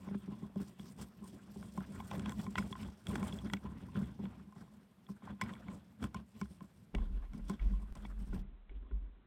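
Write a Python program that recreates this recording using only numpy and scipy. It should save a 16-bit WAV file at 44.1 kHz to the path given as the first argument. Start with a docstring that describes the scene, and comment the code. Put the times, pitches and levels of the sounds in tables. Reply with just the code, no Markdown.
"""At the bow of a small wooden boat pushed off a beach, a sealed camera on a pole hears through its mount.
Dull bumps are soft pushes, sharp ticks are short cracks, and rubbing is gritty noise.
All three set the modes (natural tones) of the housing and mount ringing.
Once the boat is afloat, jolts make the pole sway with a deep boom: wandering sines over a low shudder.
A faint hiss of steady coloured noise lies below."""
import sys
import numpy as np
from scipy import signal
from scipy.fft import rfft, irfft
from scipy.io import wavfile

SR = 44100
rng = np.random.default_rng(int(sys.argv[2]) if len(sys.argv) > 2 else 0)


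def gain_from_decibels(decibels):
    """Convert decibel values to linear amplitude factors."""
    exponent = np.asarray(decibels, float) / 20
    return 10 ** exponent


def generate_wav(sig):
    """Save sig (samples, or channels by samples) to the path in sys.argv[1] as 16-bit PCM at SR."""
    pcm = np.round(np.clip(np.atleast_2d(sig).T, -1, 1) * 32767).astype(np.int16)
    wavfile.write(sys.argv[1], SR, pcm)


N = 408525   # length in samples

LOW_BELOW_HZ, TREBLE_ABOVE_HZ = 500, 4300   # the modes fall into low, middle and treble


def in_time(rows):
    """Draws straight lines between the rows of a curve, giving each column at every sample."""
    s, *columns = np.transpose(rows)
    return [np.interp(np.arange(N) / SR, s, column) for column in columns]


def rms_one(x):
    """Scales a signal to an rms (average strength) of 1."""
    return x / np.sqrt(np.mean(x ** 2) + 1e-20)


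def flicker(rate_hz):
    """Wanders by chance: straight lines join random points of spread 1, rate_hz points a second."""
    points = rng.standard_normal(int(N / SR * 200) + 2)
    return np.interp(np.arange(N) / SR * rate_hz, np.arange(len(points)), points)


def ring(force, hz, t60):
    """Rings one mode: a unit click starts a sine of height 1 that fades by 60 dB in t60 seconds."""
    shrink, turn = gain_from_decibels(-60 / (t60 * SR)), 2 * np.pi * hz / SR   # per sample
    return signal.lfilter([0, np.sin(turn)], [1, -2 * shrink * np.cos(turn), shrink ** 2], force + 1e-18)


def peaked(s, rise_s, fade_s):
    """Gain that swells to 1 at s and dies away, straight in dB; the times are for 20 dB."""
    age = np.arange(N) / SR - s
    level_db = np.where(age < 0, 20 * age / abs(rise_s), -20 * age / abs(fade_s))
    return gain_from_decibels(np.maximum(level_db, -200))


def hiss():
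    """Steady coloured noise of the microphone and the air."""
    # Colour of the hiss. Each row: frequency in Hz, relative level in dB per Hz.
    colour_rows = [(30, -26), (60, 1), (270, 2), (1070, -3), (3700, -13), (6000, -20.5), (14000, -20),
                   (16000, -34.5)]
    hz, level_db = np.transpose(colour_rows)
    bins = np.fft.rfftfreq(N, 1 / SR) + 1
    colour = gain_from_decibels(np.interp(np.log(bins), np.log(hz), level_db))
    noise = irfft(colour * rfft(rng.standard_normal(N)), N)
    return gain_from_decibels(-75) * rms_one(noise)


def sway():
    """Each jolt starts a swing of its own, a near sine whose pitch wanders, with a rough shudder under it."""
    # Jolts that set the pole swaying. Each row: start in seconds, pitch in Hz, rms level of the swing in dB,
    # seconds held, seconds to fade 20 dB (signs of the times are ignored).
    jolts = [(6.965, 33, -34.5, 0.018, 0.38), (7.12, 48, -37, 0.084, -0.1), (7.411, 46.1, -43.5, 0.059, .1),
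             (7.619, 43.2, -29.5, 0.06, 0.02), (7.71, 46.2, -35, 0.056, .16),
             (7.909, 44.4, -42.5, 0.016, 0), (7.99, 45.86, -46.5, 0.077, -0.5), (8.139, 46.4, -46, .1, 0.3),
             (8.3, 36.3, -42, 0.08, 0.26), (8.71, 46.3, -44.5, 0.1, .15), (8.935, 47.8, -35, 0.021, 0.16)]
    climb_hz_per_s, swell_s = 12, 0.024   # pitch climbs as the swing dies; time to swell 20 dB
    t, wander = np.arange(N) / SR, 1 + 0.04 * flicker(11)
    swing, power = np.zeros(N), np.zeros(N)
    for s, hz, db, held_s, fade_s in jolts:
        end = s + abs(held_s)
        held_then_fading = np.where(t < end, 1, peaked(end, 1, fade_s))
        size = gain_from_decibels(db) * np.where(t < s, peaked(s, swell_s, 1), held_then_fading)
        pitch = hz + climb_hz_per_s * np.clip(t - s, 0, .5)
        turns = np.cumsum(pitch * wander) / SR
        swing += np.sqrt(2) * size * np.cos(2 * np.pi * (turns - turns[int(s * SR)]))
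        power += size ** 2
    band = signal.butter(5, [24., 64.], "band", fs=SR, output="sos")
    shudder = rms_one(signal.sosfilt(band, rng.standard_normal(N)))
    return swing + gain_from_decibels(-6.5) * np.sqrt(power) * shudder


def grit(per_s, spread_db, smooth_db, catch_s):
    """Catches of uneven size, each a short rasp, come at random over a smooth friction noise."""
    sizes = gain_from_decibels(spread_db * np.minimum(rng.exponential(1, N), 4))
    chance = per_s * gain_from_decibels(4.0 * flicker(25)) / SR   # the rate of catches wanders about per_s
    catches = sizes * (rng.random(N) < chance)
    pressure = signal.lfilter([1], [1, -np.exp(-1 / (catch_s * SR))], catches + 1e-18)
    return (rms_one(pressure) + gain_from_decibels(smooth_db)) * rng.standard_normal(N)


def rubbing_db():
    """Adds the power of the steady drag and all scuffs, giving low, middle and treble levels in dB."""
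    # Steady drag on sand and through water, before the mode levels.
    # Each row: time in seconds, low level in dB, middle level in dB, treble level in dB.
    drag = [(0, -46.5, -57, -71), (.7, -63, -68.5, -84), (1.29, -53.5, -65, -78.5),
            (1.86, -47.5, -57.5, -68.5), (1.96, -42.5, -54.5, -67.5), (2.09, -46, -59, -68.5),
            (2.16, -37.5, -46.5, -67), (2.55, -42.5, -56, -64.5), (2.68, -61, -65, -70.5),
            (2.86, -37.5, -46.5, -68.5), (2.96, -60, -67, -75.5), (3.9, -55, -73, -82),
            (4.33, -52, -62, -80), (5.0, -79, -92, -100), (5.4, -77, -78.5, -90), (5.49, -48.5, -54, -78.5),
            (5.98, -60.5, -80, -82.5), (6.32, -77, -81.5, -81.5), (6.9, -56.5, -79, -84.5),
            (7.1, -66.5, -64, -92), (8.46, -80, -67.5, -90), (8.68, -80, -82.5, -99),
            (8.8, -80.5, -66, -99), (9.26, -68, -82.5, -100)]
    # Single scuffs of rope, hand and deck, before the mode levels. 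Each row: peak time in seconds,
    # low level in dB, seconds for the low part to fade 20 dB (sign ignored for the fade),
    # middle level in dB above the low one, treble level in dB above the low one.
    scuffs = [(0.149, -35.5, -0.02, -10, -39), (.32, -43, 0.41, -10.5, -28.5), (0.574, -50, 0.25, -2, -15),
              (0.617, -38, 0.07, -14.5, -17), (0.797, -47.5, 0.3, -10, -19.5),
              (0.997, -44.5, 0.25, -10.5, -18.5), (1.238, -55, -0.44, -3, -15.5),
              (2.581, -39, 0.22, -5.5, -24.5), (3.09, -36.5, 0.6, -6, -24.5),
              (3.456, -34.5, 0.09, -13.5, -38), (3.539, -35.5, 0.04, -11, -31),
              (3.66, -43.5, 1.16, -11, -32.5), (3.967, -37, 0.24, -11, -30.5),
              (4.233, -41.5, -0.23, -12, -34), (4.56, -52.5, -1, -10.5, -26.5),
              (5.095, -47.5, 0.15, -10.5, -25), (5.242, -51, 0.2, -3.5, -25),
              (5.306, -35.5, 0.07, -13.5, -40.5), (5.426, -39.5, 0.19, -7.5, -31),
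              (5.681, -47, 0.31, -7, -29), (6.029, -32.5, 0.11, -11, -29.5), (6.162, -43, 0.1375, -10, -38),
              (6.357, -52.5, 0.33, -7.5, -19), (6.43, -51.5, 0.36, -12.5, -28), (6.63, -51, 0.13, -10, -27),
              (6.963, -38.5, 0.21, -11.5, -41.5), (7.348, -42.5, 0.22, -15, -30.5),
              (7.505, -38, 0.08, -5, -25), (7.616, -48.5, 0.6, -6.5, -33), (7.67, -48, 0.65, -27, -27),
              (7.964, -46.5, 0.34, -8, -26), (8.051, -62, 0.02, 7, -27), (8.195, -43, 0.21, -15.5, -30),
              (8.348, -37.5, 0.13, -15, -31), (8.71, -67.5, 0.7, -2, -35.5),
              (8.918, -60.5, 0.36, -3.5, -36)]
    rise_s, rise_share = 0.038, 0.013   # seconds to rise 20 dB, plus this share of the signed fade
    dulls = 1.24   # middle and treble rise and fade this much faster
    power = gain_from_decibels(np.array(in_time(drag))) ** 2
    for s, low_db, fade_s, middle_db, treble_db in scuffs:
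        shape = peaked(s, rise_s + rise_share * fade_s, fade_s) ** 2
        power[0] += gain_from_decibels(low_db) ** 2 * shape
        upper_db = low_db + np.array([[middle_db], [treble_db]])
        power[1:] += gain_from_decibels(upper_db) ** 2 * shape ** dulls
    return 10 * np.log10(power)


def bumps(hz):
    """Soft pushes of a few ms that mostly reach the low modes, each with a strength of its own."""
    # Dull bumps. Each row: start in seconds, strength in dB before chance and the mode levels.
    bump_rows = [(0.069, -32), (0.109, -28.5), (0.144, -26), (0.277, -31), (0.316, -31), (0.422, -32.5),
                 (0.559, -27.5), (0.599, -28.5), (0.622, -35), (0.791, -38), (1.219, -38), (1.559, -32.5),
                 (1.774, -29), (1.806, -35.5), (2.173, -28.5), (2.275, -32), (2.472, -32.5), (2.593, -33),
                 (2.705, -32), (3.073, -29.5), (3.187, -31), (3.218, -26), (3.329, -28.5), (3.456, -36.5),
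                 (3.535, -29), (3.642, -30), (3.962, -35), (4.014, -29), (4.19, -31.5), (4.235, -33),
                 (4.404, -45), (4.559, -43), (5.094, -33.5), (5.227, -39.5), (5.305, -45), (5.421, -30.5),
                 (6.039, -32.5), (6.148, -32.5), (6.413, -27.5), (6.61, -37), (6.941, -25), (7.495, -27),
                 (8.327, -28), (8.709, -49.5), (8.909, -44)]
    s, strength_db = np.transpose(bump_rows)
    force = np.zeros(N)
    force[(s * SR).astype(int)] = gain_from_decibels(strength_db - 4.5 + rng.normal(0, 1.88, len(s)))
    push = np.sin(2 * np.pi * hz * np.arange(int(1.5 * SR / hz)) / SR)   # one and a half cycles
    return signal.fftconvolve(force, push * 2 / len(push))[:N]


def rattled():
    """Every tick, then a weak, dull bounce at an uneven gap that favours another pitch."""
    # Sharp ticks, before the mode levels. Each row: start in seconds, strength in dB, favoured pitch in Hz,
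    # treble in dB above the strength, broad crack in dB above the strength.
    tick_rows = [(0.075, -39, 1100, -34, -26), (0.086, -31, 604, -30, -23), (0.557, -29.5, 598, -21, -25),
                 (0.795, -39.5, 3600, -13, -8), (1.627, -40, 910, -6, -10.5), (1.775, -28, 970, -7.5, -27),
                 (1.806, -45, 1000, -7.5, -6), (1.959, -50, 1960, -15, -13), (2.001, -31, 910, -34, -14),
                 (2.112, -27.5, 894, -10, -17.5), (2.151, -39, 1040, -14, -5), (2.195, -41, 2660, 8, 0.5),
                 (2.258, -30, 1060, -7, -6.5), (2.294, -42, 756, 13.5, -2.5), (2.320, -36, 1040, 3, -10.5),
                 (2.465, -34.5, 1040, -13, -15), (2.555, -36.5, 2050, -10.5, 3),
                 (2.578, -30, 1040, -29, -6.5), (2.582, -21.5, 1440, -1.5, -6.5),
                 (2.726, -36.5, 3360, -39.5, -8.5), (2.753, -35, 1040, -33.5, -19),
                 (3.068, -34, 3250, 3.5, -12), (3.155, -28, 738, 2, -8), (3.228, -33, 1050, -6, -10),
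                 (3.325, -37, 3384, -17.5, -38), (3.387, -40, 3420, -4, -14.5), (3.499, -44, 1500, -5, -3),
                 (3.534, -26.5, 1890, 3.5, -4.5), (3.956, -37, 1390, -22.5, -15),
                 (4.254, -47, 1500, -20, -10.5), (4.412, -60, 1090, 4.5, -16), (4.524, -45, 1060, -10, -34),
                 (4.562, -46, 895, -9, -21), (4.619, -53, 1060, -20, -25), (4.678, -55, 1060, -22, -24),
                 (5.066, -53, 3360, -20, -12), (5.088, -42, 1050, -20, -33),
                 (5.222, -43.5, 977, -38.5, -39.5), (5.274, -34, 941, -29.5, -34.5),
                 (5.412, -21.5, 1040, -2, -7), (5.418, -29, 2000, 2.5, -14.5), (5.536, -46.5, 3350, 3, -6),
                 (5.552, -46, 2080, -23.5, -10), (5.683, -44, 1120, -5, -7), (6.027, -45, 1130, 5, 3.5),
                 (6.04, -34, 1360, 0, -5), (6.144, -26, 1150, -5, -21.5), (6.413, -29.5, 1158, -1, -14),
                 (6.607, -41.5, 1044, -14.5, -17), (6.948, -24.5, 595, -12, -10.5),
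                 (6.983, -38.5, 860, -26, -11), (7.334, -44, 993, -5, -9.5), (7.496, -28, 1150, 0.5, -28.5),
                 (7.593, -40, 2440, -32, -11), (7.952, -44.5, 1101, 10, -7.5),
                 (8.049, -43, 2240, -33.5, -3), (8.329, -39, 1390, -21.5, -18),
                 (8.693, -49.5, 2323, -53.5, -9), (8.91, -44.5, 1280, -46.5, -21.5)]
    gap_s, loss_db = .03, 16.5   # average gap and loss of strength of a bounce
    rows, luck = list(tick_rows), rng.random((len(tick_rows), 2))
    for (s, strength_db, hz, treble_db, crack_db), (gap, bend) in zip(tick_rows, luck):
        bounce_s = s + gap_s * (.5 + gap)
        bounce_hz = hz * 2 ** (bend - .5)
        rows.append((bounce_s, strength_db - loss_db, bounce_hz, treble_db - 11.0, crack_db - 8.0))
    return rows


def ticks(hz, contacts):
    """Contacts of a few ms, harder ones longer: a broad, ever new crack and a ring of modes near its pitch."""
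    afloat_s, softer, metal_hz = 6.94, 3.7, 5080   # contacts last softer times longer a while after afloat_s
    force, t = np.zeros(N), np.arange(900) / SR
    chatter = rng.standard_normal((len(contacts), len(t)))   # micro-impacts
    for (s, strength_db, favoured_hz, treble_db, crack_db), shakes in zip(contacts, chatter):
        longer = softer if s > afloat_s + .6 else 1
        age = t / (0.0011 * gain_from_decibels(0.5 * (strength_db + 27.0)) * longer)
        pressure = age ** 1.11 * np.exp(-age)
        crack = rms_one(shakes * pressure) / np.sqrt(len(t))
        if abs(hz / metal_hz - 1) < .06:   # a small metal part rings only under the hardest blows
            burst = gain_from_decibels(9 * (strength_db + 22) - 7.0) * np.sign(shakes[0]) * (t == 0)
        elif hz > TREBLE_ABOVE_HZ:
            burst = gain_from_decibels(treble_db + 0.5) * crack
        else:   # the favoured ring builds up over the contact
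            swing = 2 * pressure / pressure.sum() * np.sin(2 * np.pi * hz * t)
            nearness = gain_from_decibels(-30.0 * abs(np.log2(hz / favoured_hz)))   # 30 dB less per octave away
            burst = nearness * swing + gain_from_decibels(crack_db - 6.0 + 4.3 * shakes[-1]) * crack
        at = int(s * SR)
        force[at:at + len(t)] += gain_from_decibels(strength_db - 8.5) * burst[:N - at]
    return force


def mount():
    """All contacts drive the same modes; rubbing damps them and wanders, most catches in one mode only."""
    # Modes of housing and mount. Each row: pitch in Hz, level when struck in dB,
    # seconds to fade 60 dB when struck, level when rubbed in dB before a shared trim.
    modes = [(67.9, -16, 0.416, -10.5), (97.7, -26.5, 0.18, -10), (128, -7, 0.09, -8.5),
             (199.7, 3, 0.13, 2.5), (280.5, -6, 0.042, -5.5), (389, -13, 0.1, -8.5),
             (599, -2.5, 0.02, -9.5), (842, 10, 0.011, -9.5), (1040, 1.5, 0.053, -9),
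             (1440, 12, 0.0089, -8.5), (1966, 5.5, 0.0187, -20.5), (2230, 6.5, 0.023, -24),
             (2780, 10.5, 0.0037, -13), (3360, 8, 0.015, -16.5), (5068, -21, 0.12, -25),
             (5580, -1.5, 0.0023, 0), (7700, -6, 0.0032, -1.5), (8730, -12.5, 0.0044, -2),
             (12040, -15, 0.002, -7.5)]
    # The hull sounds more hollow once it floats free. Each row: time in seconds,
    # dB taken from bumps in the drum modes and given to the low modes above them.
    hollow_rows = [(0, 2), (6.9, -0.5), (6.95, 5), (8.4, 1), (8.5, 10.5), (9.26, 13)]
    # The deepest modes, strongest while the hull is hauled. Each row: time in seconds, added level in dB.
    deep_rows = [(.8, -5), (2, 3), (3.8, 4.5), (5, -10), (5.8, 1)]
    drum_below_hz = 250
    reach_db, dull_db_per_octave = -8, 18.5   # what a bump leaves in the middle modes
    low_db, middle_db, treble_db = rubbing_db()
    scuff, sand = grit(170., 3.4, -3.0, 0.0054), grit(110.0, 2.1, -0.37, 0.0052)
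    together = flicker(35)   # one wander shared by the rubbing in all modes
    hollow_db, = in_time(hollow_rows)
    deep_db, = in_time(deep_rows)
    contacts = rattled()
    out = np.zeros(N)
    for hz, struck_db, t60, rubbed_db in modes:
        if hz < drum_below_hz:
            struck = gain_from_decibels(-hollow_db) * bumps(hz)
            rubbing = rng.standard_normal(N)
            rub_db = low_db + 1.5 * flicker(20)
            if hz < drum_below_hz / 2:
                struck, rub_db = gain_from_decibels(deep_db) * struck, rub_db + deep_db
        elif hz < LOW_BELOW_HZ:
            struck = gain_from_decibels(hollow_db) * bumps(hz)
            rubbing = np.roll(scuff, rng.integers(N))   # shifted, so its catches are this mode's own
            rub_db = middle_db + hollow_db * (300 / hz) ** 2.2 + 2.5 * flicker(14)
        elif hz < TREBLE_ABOVE_HZ:
            bump_db = reach_db - dull_db_per_octave * np.log2(hz / LOW_BELOW_HZ)
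            struck = ticks(hz, contacts) + gain_from_decibels(bump_db) * bumps(hz)
            rubbing = 0.35 * scuff + 1.47 * np.roll(scuff, rng.integers(N))   # shared and own catches
            rub_db = middle_db + 5.16 * flicker(30)
        else:
            struck, rubbing = ticks(hz, contacts), sand
            rub_db = treble_db + 5.0 * flicker(25)
        out += gain_from_decibels(struck_db) * ring(struck, hz, t60)
        rub_gain = gain_from_decibels(rub_db + rubbed_db + 2.6 * together - 6.5)
        out += rub_gain * rms_one(ring(rubbing, hz, 0.61 * t60))   # rubbing shortens the ring
    return signal.sosfilt(signal.butter(4, 52, "high", fs=SR, output="sos"), out)   # cut below 52 Hz


def scene():
    """Adds hiss, sway and all the sound of the mount in one channel."""
    return (mount() + sway() + hiss())[None]


def top_cut(x):
    """Nothing passes above the cut-off."""
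    return signal.sosfilt(signal.butter(12, 16500, fs=SR, output="sos"), x)


def record(dry):
    """Near the end the treble drops away: a steep low-pass takes over."""
    treble_gone_s, treble_gone_hz = 8.42, 4600   # 45 dB down from this frequency up
    low_pass = signal.cheby2(10, 45, treble_gone_hz, fs=SR, output="sos")
    dull = signal.sosfilt(low_pass, dry)
    late = np.arange(N) / SR > treble_gone_s
    return top_cut(np.where(late, dull, dry))


dry = scene()
out = record(dry)
generate_wav(out)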